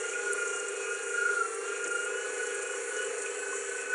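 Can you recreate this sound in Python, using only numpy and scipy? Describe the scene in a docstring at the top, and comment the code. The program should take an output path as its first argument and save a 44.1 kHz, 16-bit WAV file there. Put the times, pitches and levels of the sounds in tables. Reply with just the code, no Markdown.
"""An electric meat grinder runs close to a small mono microphone in a workshop.
The motor speed sags and recovers with the load; shaft, gear and armature tones with sidebands ride on it.
Random tooth impacts ring the housing as rattle; decaying rings and noise bursts make ticks, plops, thuds
and thumps, and one double snap cracks. Filtered noise gives casing rumble and fan hiss, over mains hum."""
import sys
import numpy as np
from scipy import signal
from scipy.fft import rfft, irfft
from scipy.io import wavfile
from scipy.ndimage import uniform_filter1d

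SR = 44100
rng = np.random.default_rng(int(sys.argv[2]) if len(sys.argv) > 2 else 0)


def log_audio(samples):
    """Write samples as a 16-bit WAV file to the path given in sys.argv[1]."""
    # one column per channel
    frames = np.atleast_2d(samples).T
    # limit to full scale, then quantise
    limited = np.clip(frames, -1, 1)
    pcm = np.round(limited * 32767).astype(np.int16)
    wavfile.write(sys.argv[1], SR, pcm)


def natural_amplitude(level_db):
    """Convert a level in decibels to a linear amplitude factor, elementwise."""
    exponent = np.asarray(level_db, float) / 20
    return 10 ** exponent


N = 173754

PINION_TEETH, WHEEL_TEETH = 7, 54
WHEEL_RATIO = PINION_TEETH / WHEEL_TEETH  # wheel turns per shaft turn
MAINS_HZ = 50
WHEEL_THROB_DB = 2  # throb once a wheel turn


def col(table, k):
    """Column k of a curve table at every sample."""
    a = np.array(table, float)
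    return np.interp(np.arange(N) / SR, a[:, 0], a[:, k])


def walk(rate):
    """Smooth random wander, about rate turns a second, spread 1."""
    k = np.arange(int(N / SR * rate) + 3)
    steps = np.interp(np.arange(N) * rate / SR, k, rng.standard_normal(len(k)))
    w = uniform_filter1d(steps, int(SR / rate))
    return w / w.std()


def tone(turns, db, wobble_db, blur=0.28):
    """A sine on a running count of turns, wavering and fluttering in level, blurred in phase (radians)."""
    wobble = 0.76 * walk(8.99) + 0.8 * walk(23.965)
    level = np.sqrt(2) * natural_amplitude(db + wobble_db * wobble)
    return level * np.sin(2 * np.pi * (turns + rng.random()) + blur * walk(30))


def ring(x, hz, width):
    """Two-pole resonance, gain 1 at the centre."""
    return signal.lfilter(*signal.iirpeak(hz, hz / width, SR), x)


def strikes(table, ring_db, spray_db, rise_s, spread):
    """Each row: a decaying ring at its pitch with a spray of noise around it."""
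    out, t = np.zeros(N + SR), np.arange(SR // 3) / SR
    for s, db, hz, t60 in table:
        fall = np.exp(-np.log(1000) * t / t60) * np.minimum(t / rise_s, 1)
        spray = ring(ring(rng.standard_normal(len(t)), hz, spread * hz), hz, spread * hz)
        body = natural_amplitude(ring_db) * np.sin(2 * np.pi * hz * t) + natural_amplitude(spray_db) * spray / spray.std()
        i = int(s * SR)
        out[i:i + len(t)] += natural_amplitude(db) * fall * body
    return out[:N]


# Motor speed under load. Each row: time in seconds, shaft speed in Hz.
MOTOR_SPEED = [(0, 202), (.12, 203), (.23, 206.8), (.33, 205), (.46, 201.8), (.6, 202.1), (.8, 203.6),
               (.93, 204.1), (1.05, 203.3), (1.25, 203), (1.39, 198.3), (1.5, 193.4), (1.56, 194),
               (1.65, 198.5), (1.76, 203), (1.86, 203.6), (1.97, 201.7), (2.08, 204), (2.2, 209.5),
               (2.32, 211.8), (2.43, 210), (2.55, 206.4), (2.67, 207.7), (2.79, 210.5), (3.0, 210),
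               (3.13, 210.2), (3.25, 211.7), (3.33, 213.7), (3.5, 213.2), (3.7, 214.4), (3.83, 213.3),
               (3.94, 213)]


def shaft_turns():
    """Running count of shaft turns: the motor speed, smoothed by its inertia, summed over time."""
    return np.cumsum(uniform_filter1d(col(MOTOR_SPEED, 1), SR // 25)) / SR


# Unbalance and tooth-error tones. Each row: multiple of shaft speed, level in dB.
SHAFT_TONES = [(3, -64.5), (4, -63), (5, -68.5), (6, -57.5), (8, -54), (9, -71), (10, -67), (11, -65),
               (13, -67), (42, -58.5)]


def shaft_whine(shaft):
    """Unbalance and tooth errors repeat with the shaft, sounding at its multiples; high ones blur more."""
    return sum(tone(k * shaft, db, wobble_db=3.5, blur=0.073 * k) for k, db in SHAFT_TONES)


# Pinion mesh tone. Each row: time in seconds, level in dB before beat and throb.
MESH_LEVEL = [(0, -43.5), (.2, -40), (.5, -39.5), (.8, -41.5), (1.05, -43), (1.2, -36), (1.28, -32.5),
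              (1.35, -36.5), (1.41, -31.5), (1.46, -37), (1.49, -46), (1.58, -46), (1.65, -45.5),
              (1.72, -37.5), (1.79, -47.5), (1.9, -36), (2.05, -41.5), (2.25, -43.5), (2.36, -47),
              (2.43, -37.5), (2.5, -47.5), (2.55, -41), (2.7, -43.5), (2.8, -45.5), (3.0, -43.5),
              (3.15, -51.5), (3.25, -42), (3.31, -54), (3.45, -42), (3.6, -51), (3.68, -43), (3.77, -38),
              (3.85, -51), (3.9, -39.5), (3.94, -31)]
# Sidebands of the mesh tone. Each row: wheel turns off the tone, level in dB against it.
MESH_SIDEBANDS = [(-2, -22), (-1, -11.5), (1, -9.5), (1.8, -17.5)]
# Common level of the mesh overtones. Each row: time in seconds, level in dB.
OVERTONE_LEVEL = [(0, -54.5), (.15, -57), (.35, -57), (.6, -53.5), (.72, -64), (.9, -54), (1.3, -54.5),
                  (1.5, -57), (1.75, -55.5), (2.05, -52), (2.3, -59), (2.45, -59), (2.6, -58), (2.75, -52),
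                  (2.83, -64), (2.92, -59), (3.1, -50.5), (3.2, -65), (3.28, -59), (3.5, -59), (3.63, -60),
                  (3.75, -59.5), (3.94, -60)]
# Mesh overtones. Each row: multiple of the mesh tone, wheel turns off it, dB against the common level.
MESH_MULTIPLES = [(2, -1, -7.5), (2, 0, -1), (2, 0.98, -10.5)]


def gear_mesh(shaft):
    """Each pinion tooth meeting the wheel makes a cycle; the wheel's turning adds sidebands and throb."""
    wheel, mesh = shaft * WHEEL_RATIO, PINION_TEETH * shaft
    beat_turns, beat_depth_db = .0395, 2  # slow beat, turns per shaft turn
    beat_db = beat_depth_db * np.sin(2 * np.pi * (beat_turns * shaft - .13))
    beat_db = beat_db + WHEEL_THROB_DB * np.sin(2 * np.pi * wheel + 0.61 * walk(5.03))
    mesh_db, overtone_db = col(MESH_LEVEL, 1), col(OVERTONE_LEVEL, 1)
    out = tone(mesh, mesh_db + beat_db, wobble_db=3.0)
    for k, db in MESH_SIDEBANDS:
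        out += tone(mesh + k * wheel, mesh_db + db + 0.17 * beat_db, wobble_db=5.0)
    for m, k, db in MESH_MULTIPLES:
        out += tone(m * mesh + k * wheel, overtone_db + db, wobble_db=3.5, blur=0.47 * m)
    return out


# Second gear stage. Each row: multiple of wheel speed, level in dB below the casing's limit.
STAGE_TONES = [(14, -59), (15, -55), (16, -54), (17, -47), (18, -47), (19, -48.5), (20, -83)]


def second_stage(shaft):
    """Multiples of the wheel speed, fading above the pitch where the casing stops carrying them."""
    top_hz, fall_db_per_hz = 516, 0.9
    wheel, wheel_hz = shaft * WHEEL_RATIO, col(MOTOR_SPEED, 1) * WHEEL_RATIO
    out = 0
    for k, db in STAGE_TONES:
        loss_db = fall_db_per_hz * np.maximum(k * wheel_hz - top_hz, 0)
        out = out + tone(k * wheel, db - loss_db, wobble_db=1.5, blur=0.2)
    return out


# Armature slot tones. Each row: time in seconds, slot tone in dB, its third multiple in dB,
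# its fourth multiple in dB, sidebands in dB against the tone.
SLOT_LEVELS = [(0, -65, -59, -64, -2), (.15, -56, -65, -62, -4), (.3, -56.5, -54, -58, -2),
               (.5, -56, -64, -60, -3), (.75, -55.5, -70, -68, -2), (.88, -52.5, -66, -63, 4.5),
               (1.05, -56, -62, -60, -6), (1.25, -54, -64, -63, -3.5), (1.38, -61, -64, -56, 0),
               (1.5, -68, -62, -52, 4), (1.65, -63, -66, -56, -3), (1.75, -52, -68, -60, -0.5),
               (1.9, -56.5, -65, -60, 1), (2.1, -59.5, -58, -63, 7), (2.33, -54.5, -52, -62, -9),
               (2.5, -57, -54, -57, 0), (2.7, -53, -55.5, -66, -1), (2.8, -62, -57, -58, -3),
               (2.95, -59, -62, -54, -4), (3.1, -59, -60, -63, 5), (3.2, -60, -55, -68, -2),
               (3.3, -53.5, -48, -59, -7), (3.6, -54, -48, -59, -6), (3.73, -63, -51, -60, -2),
               (3.8, -57, -52, -59, 3), (3.94, -55, -54, -66, -5)]
# The tone and its sidebands; the field pulses twice a mains cycle.
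# Each row: mains cycles off the slot tone, level in dB against it.
SLOT_SIDEBANDS = [(-4, -13), (-2, -5), (0, 0), (2, -3)]
# Casing panels lift a slot tone that glides through them. Each row: centre in Hz, width in Hz, lift in dB.
CASING_PANELS = [(2550, 80, 6)]


def armature_slots(shaft):
    """Slots passing the pulsing field give a tone, its multiples and mains-spaced sidebands."""
    slots = 12
    mains = MAINS_HZ * np.arange(N) / SR
    out = 0
    for n, order in enumerate((slots, 3 * slots, 4 * slots)):
        for k, side_db in SLOT_SIDEBANDS:
            hz = order * col(MOTOR_SPEED, 1) + k * MAINS_HZ
            lift_db = sum(g / (1 + (2 * (hz - f) / w) ** 2) for f, w, g in CASING_PANELS)
            db = col(SLOT_LEVELS, 1 + n) + side_db + lift_db
            if k != 0:
                db = db + col(SLOT_LEVELS, 4) - 3 * n  # sidebands weaken on the multiples
            out = out + tone(order * shaft + k * mains, db, wobble_db=2.5, blur=.024 * order)
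    return out


# Rings of the gear housing. Each row: centre in Hz, width in Hz, gain in dB against the other rings.
HOUSING_RINGS = [(5850, 2100, -9), (6450, 1660, 8.5), (6880, 480, 15.5), (8000, 360, -2), (8700, 520, 19),
                 (9960, 470, 4), (4160, 600, -23), (2700, 380, -8)]


def rattle(shaft):
    """Dense tooth impacts of uneven size, bunching once a beat, ring the housing."""
    hits_per_s, level_db = 1400, -50
    scatter_db, beat_turns = 2.5, .112  # beats per shaft turn
    size_db = scatter_db * np.minimum(rng.exponential(1, N), 5.5)
    hits = (rng.random(N) < hits_per_s / SR) * rng.choice([-1, 1], N) * natural_amplitude(size_db)
    hits *= 1 + np.sin(2 * np.pi * beat_turns * shaft + 1.76 * walk(3.03))
    hits *= natural_amplitude(2.2 * walk(12) + 2.2 * walk(40))
    out = sum(natural_amplitude(db) * ring(ring(hits, hz, w), hz, w) for hz, w, db in HOUSING_RINGS)
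    return out * natural_amplitude(level_db) / out.std()


# One sharp double snap: start in seconds, level in dB, pitch in Hz, gap between the cracks in seconds.
DOUBLE_SNAP = (.333, -14, 8900, .001)


def snap():
    """Two cracks of a few cycles, the second weaker, and a short fizz."""
    s, db, hz, gap = DOUBLE_SNAP
    t = np.arange(N) / SR - s

    def crack(u, width):
        return np.exp(-(u / width) ** 2) * np.sin(2 * np.pi * hz * u)

    cracks = crack(t, .00016) + .5 * crack(t - gap, .00022)
    fizz = strikes([(s, db - 17, hz, .03)], -30, -.1, .0008, .3)
    return natural_amplitude(db) * cracks + fizz


# Gristle and bone chips at the knife. Each row: start in seconds, level in dB before the ring and
# spray gains, pitch in Hz, 60 dB decay in seconds.
CHIP_TICKS = [(0.0927, -30.5, 6970, 0.06), (0.3797, -31, 7300, 0.06), (0.4742, -22.5, 7240, 0.042),
              (0.5576, -26, 7400, 0.056), (0.595, -21.5, 7360, 0.037), (0.682, -23.5, 7860, 0.047),
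              (1.5426, -28.5, 8900, 0.054), (1.8384, -23.5, 7010, 0.049), (1.874, -23, 7400, 0.035),
              (2.044, -26, 8550, 0.045), (2.4299, -30.5, 6880, 0.041), (2.4637, -24.5, 7100, 0.048),
              (2.544, -24, 8500, 0.045), (2.9612, -26.5, 6960, 0.048), (3.0425, -26.5, 7570, 0.06)]


def knife_ticks():
    """Gristle and bone chips snap and rasp: mostly noise sprayed around a high pitch."""
    return strikes(CHIP_TICKS, ring_db=-24, spray_db=-4, rise_s=0.0057, spread=0.26)


# Meat in tube and bowl. Each row: start in seconds, level in dB before the ring and spray gains,
# pitch in Hz, 60 dB decay in seconds.
MEAT_PLOPS = [(.13, -35, 2445, 0.17), (.25, -41, 2500, .1), (1.85, -41, 360, 0.43), (2.73, -40, 1103, .12),
              (3.26, -37, 2440, 0.13), (3.255, -33, 2550, 0.17), (3.525, -32.5, 1052, .08)]


def meat_plops():
    """Short plops of meat: a decaying pitch under a softer spray of noise."""
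    return strikes(MEAT_PLOPS, ring_db=-0.16, spray_db=-6.5, rise_s=0.0071, spread=0.22)


# Bites of the screw. Each row: start in seconds, level in dB before the ring and spray gains,
# pitch in Hz, 60 dB decay in seconds.
SCREW_THUDS = [(.25, -38, 493, 0.078), (1.84, -40.5, 455, 0.25), (1.843, -34, 1900, 0.11),
               (3.085, -43, 300, 0.057)]


def screw_thuds():
    """Broad thuds as the screw bites: nearly all wide noise, with a slow rise."""
    return strikes(SCREW_THUDS, ring_db=-32, spray_db=-0.23, rise_s=0.018, spread=1.0)


# Spectrum shape of casing rumble and fan hiss. Each row: frequency in Hz, relative density in dB per Hz.
RUSH_SHAPE = [(15,-90), (25,-44), (100,-47.5), (190,-39.5), (239,-34.5), (272,-21), (343,-14.5),
              (370,-11.5), (410,2), (500,-4), (573,-18), (820,-15), (933,-19.5), (1030,-14), (1340,-11.5),
              (1480,-13.5), (1600,-11), (2470,-19.5), (2950,-25), (3150,-25.5), (3800,-28.5), (4350,-24),
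              (4850,-31), (5300,-31), (5700,-19.5), (6100,-23), (6600,-18), (7020,-13.5), (7300,-16.5),
              (7700,-17), (8300,-19.5), (8750,-19.5), (9300,-22), (10200,-25), (10800,-27.5), (11500,-83),
              (22000,-120)]
# Swell of the rumble. Each row: time in seconds, gain in dB.
RUMBLE_SWELL = [(0, -4), (.5, -3.5), (1, -4), (1.5, -4), (2, -3), (2.5, -3), (3, -3), (3.5, -3),
                (3.94, -3.5)]


def rush(shaft):
    """Casing rumble and fan hiss: noise in half-octave bands that swell together and flicker alone."""
    level_db = -38  # of the whole noise, before the band gains
    swell_db, flicker_db, bass_flicker_db = 0.53, 1.5, 4.5
    hz = np.maximum(np.fft.rfftfreq(N, 1 / SR), 1)
    shape = np.array(RUSH_SHAPE, float)
    shape_db = np.interp(np.log(hz), np.log(shape[:, 0]), shape[:, 1])
    spec = rfft(rng.standard_normal(N)) * natural_amplitude(shape_db)
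    spec *= natural_amplitude(level_db) / irfft(spec, N).std()
    place = np.clip(2 * np.log2(hz / 100), 0, 14)  # band number, from 100 Hz up
    swell, out = walk(6), 0
    throb = np.sin(2 * np.pi * shaft * WHEEL_RATIO + 0.65 * walk(4.28))
    rumble_db = col(RUMBLE_SWELL, 1) + 0.93 * WHEEL_THROB_DB * throb
    for k in range(15):
        flicker = flicker_db * walk(18) if k > 1 else bass_flicker_db * walk(28)
        db = swell_db * swell + flicker
        if k < 9:  # only the lower bands follow the rumble
            db = db + rumble_db
        out = out + natural_amplitude(db) * irfft(spec * np.clip(1 - abs(place - k), 0, 1), N)
    return out


# Magnetic hum of the stator. Each row: multiple of mains, level in dB before the swell.
HUM_TONES = [(6, -66.5), (8, -43.5)]
# The hum swells with the current drawn. Each row: time in seconds, gain in dB.
CURRENT_SWELL = [(0, -4), (.4, -0.5), (.8, 1), (1.2, -1), (1.55, 3.5), (1.9, -2), (2.4, -1.5), (3, -4.5),
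                 (3.5, -0.5), (3.94, -2.5)]


def mains_hum():
    """The stator's magnetic pull sounds at multiples of the mains, swelling with the current."""
    mains = MAINS_HZ * np.arange(N) / SR
    swell_db = col(CURRENT_SWELL, 1)
    return sum(tone(k * mains, db + swell_db, wobble_db=2.0, blur=0.17) for k, db in HUM_TONES)


# Thumps through the bench. Each row: start in seconds, level in dB before the ring and spray gains,
# pitch in Hz, 60 dB decay in seconds.
BENCH_THUMPS = [(.24, -74, 50, .1), (.325, -60, 70, 0.097), (.96, -72, 70, .07), (1.5, -78, 80, .1),
                (1.84, -82, 100, .08), (2.28, -70, 80, .1), (2.67, -76, 60, .08), (3.08, -61, 130, 0.097),
                (3.59, -72, 70, .1), (3.82, -76, 60, 0.076)]


def bench_thumps():
    """Faint low thumps through the bench: wide noise with some ring."""
    return strikes(BENCH_THUMPS, ring_db=-6, spray_db=-.3, rise_s=0.0048, spread=1.1)


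def scene():
    """Grinder and meat, one point of sound in two equal channels."""
    shaft = shaft_turns()
    mono = shaft_whine(shaft) + gear_mesh(shaft) + second_stage(shaft) + armature_slots(shaft)
    mono += rattle(shaft) + snap() + knife_ticks() + meat_plops() + screw_thuds()
    mono += rush(shaft) + mains_hum() + bench_thumps()
    return np.array([mono, mono])


def band_limit(x):
    """A steep low-pass at the top of the band."""
    return signal.sosfilt(signal.butter(12, 11690, fs=SR, output="sos"), x)


# Dips in the microphone's response. Each row: centre in Hz, width in Hz.
RESPONSE_DIPS = [(3800, 340), (4900, 1040)]


def record(dry):
    """The microphone dips in the low treble and cuts the top."""
    dip_share = 0.44  # part of the sound removed at a dip's centre
    x = dry
    for hz, width in RESPONSE_DIPS:
        x = x - dip_share * ring(x, hz, width)
    top_cut = signal.cheby2(8, 40, 11900, fs=SR, output="sos")  # 40 dB down from 11.9 kHz
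    mix = signal.sosfilt(top_cut, x)
    return band_limit(mix)


dry = scene()
out = record(dry)
log_audio(out)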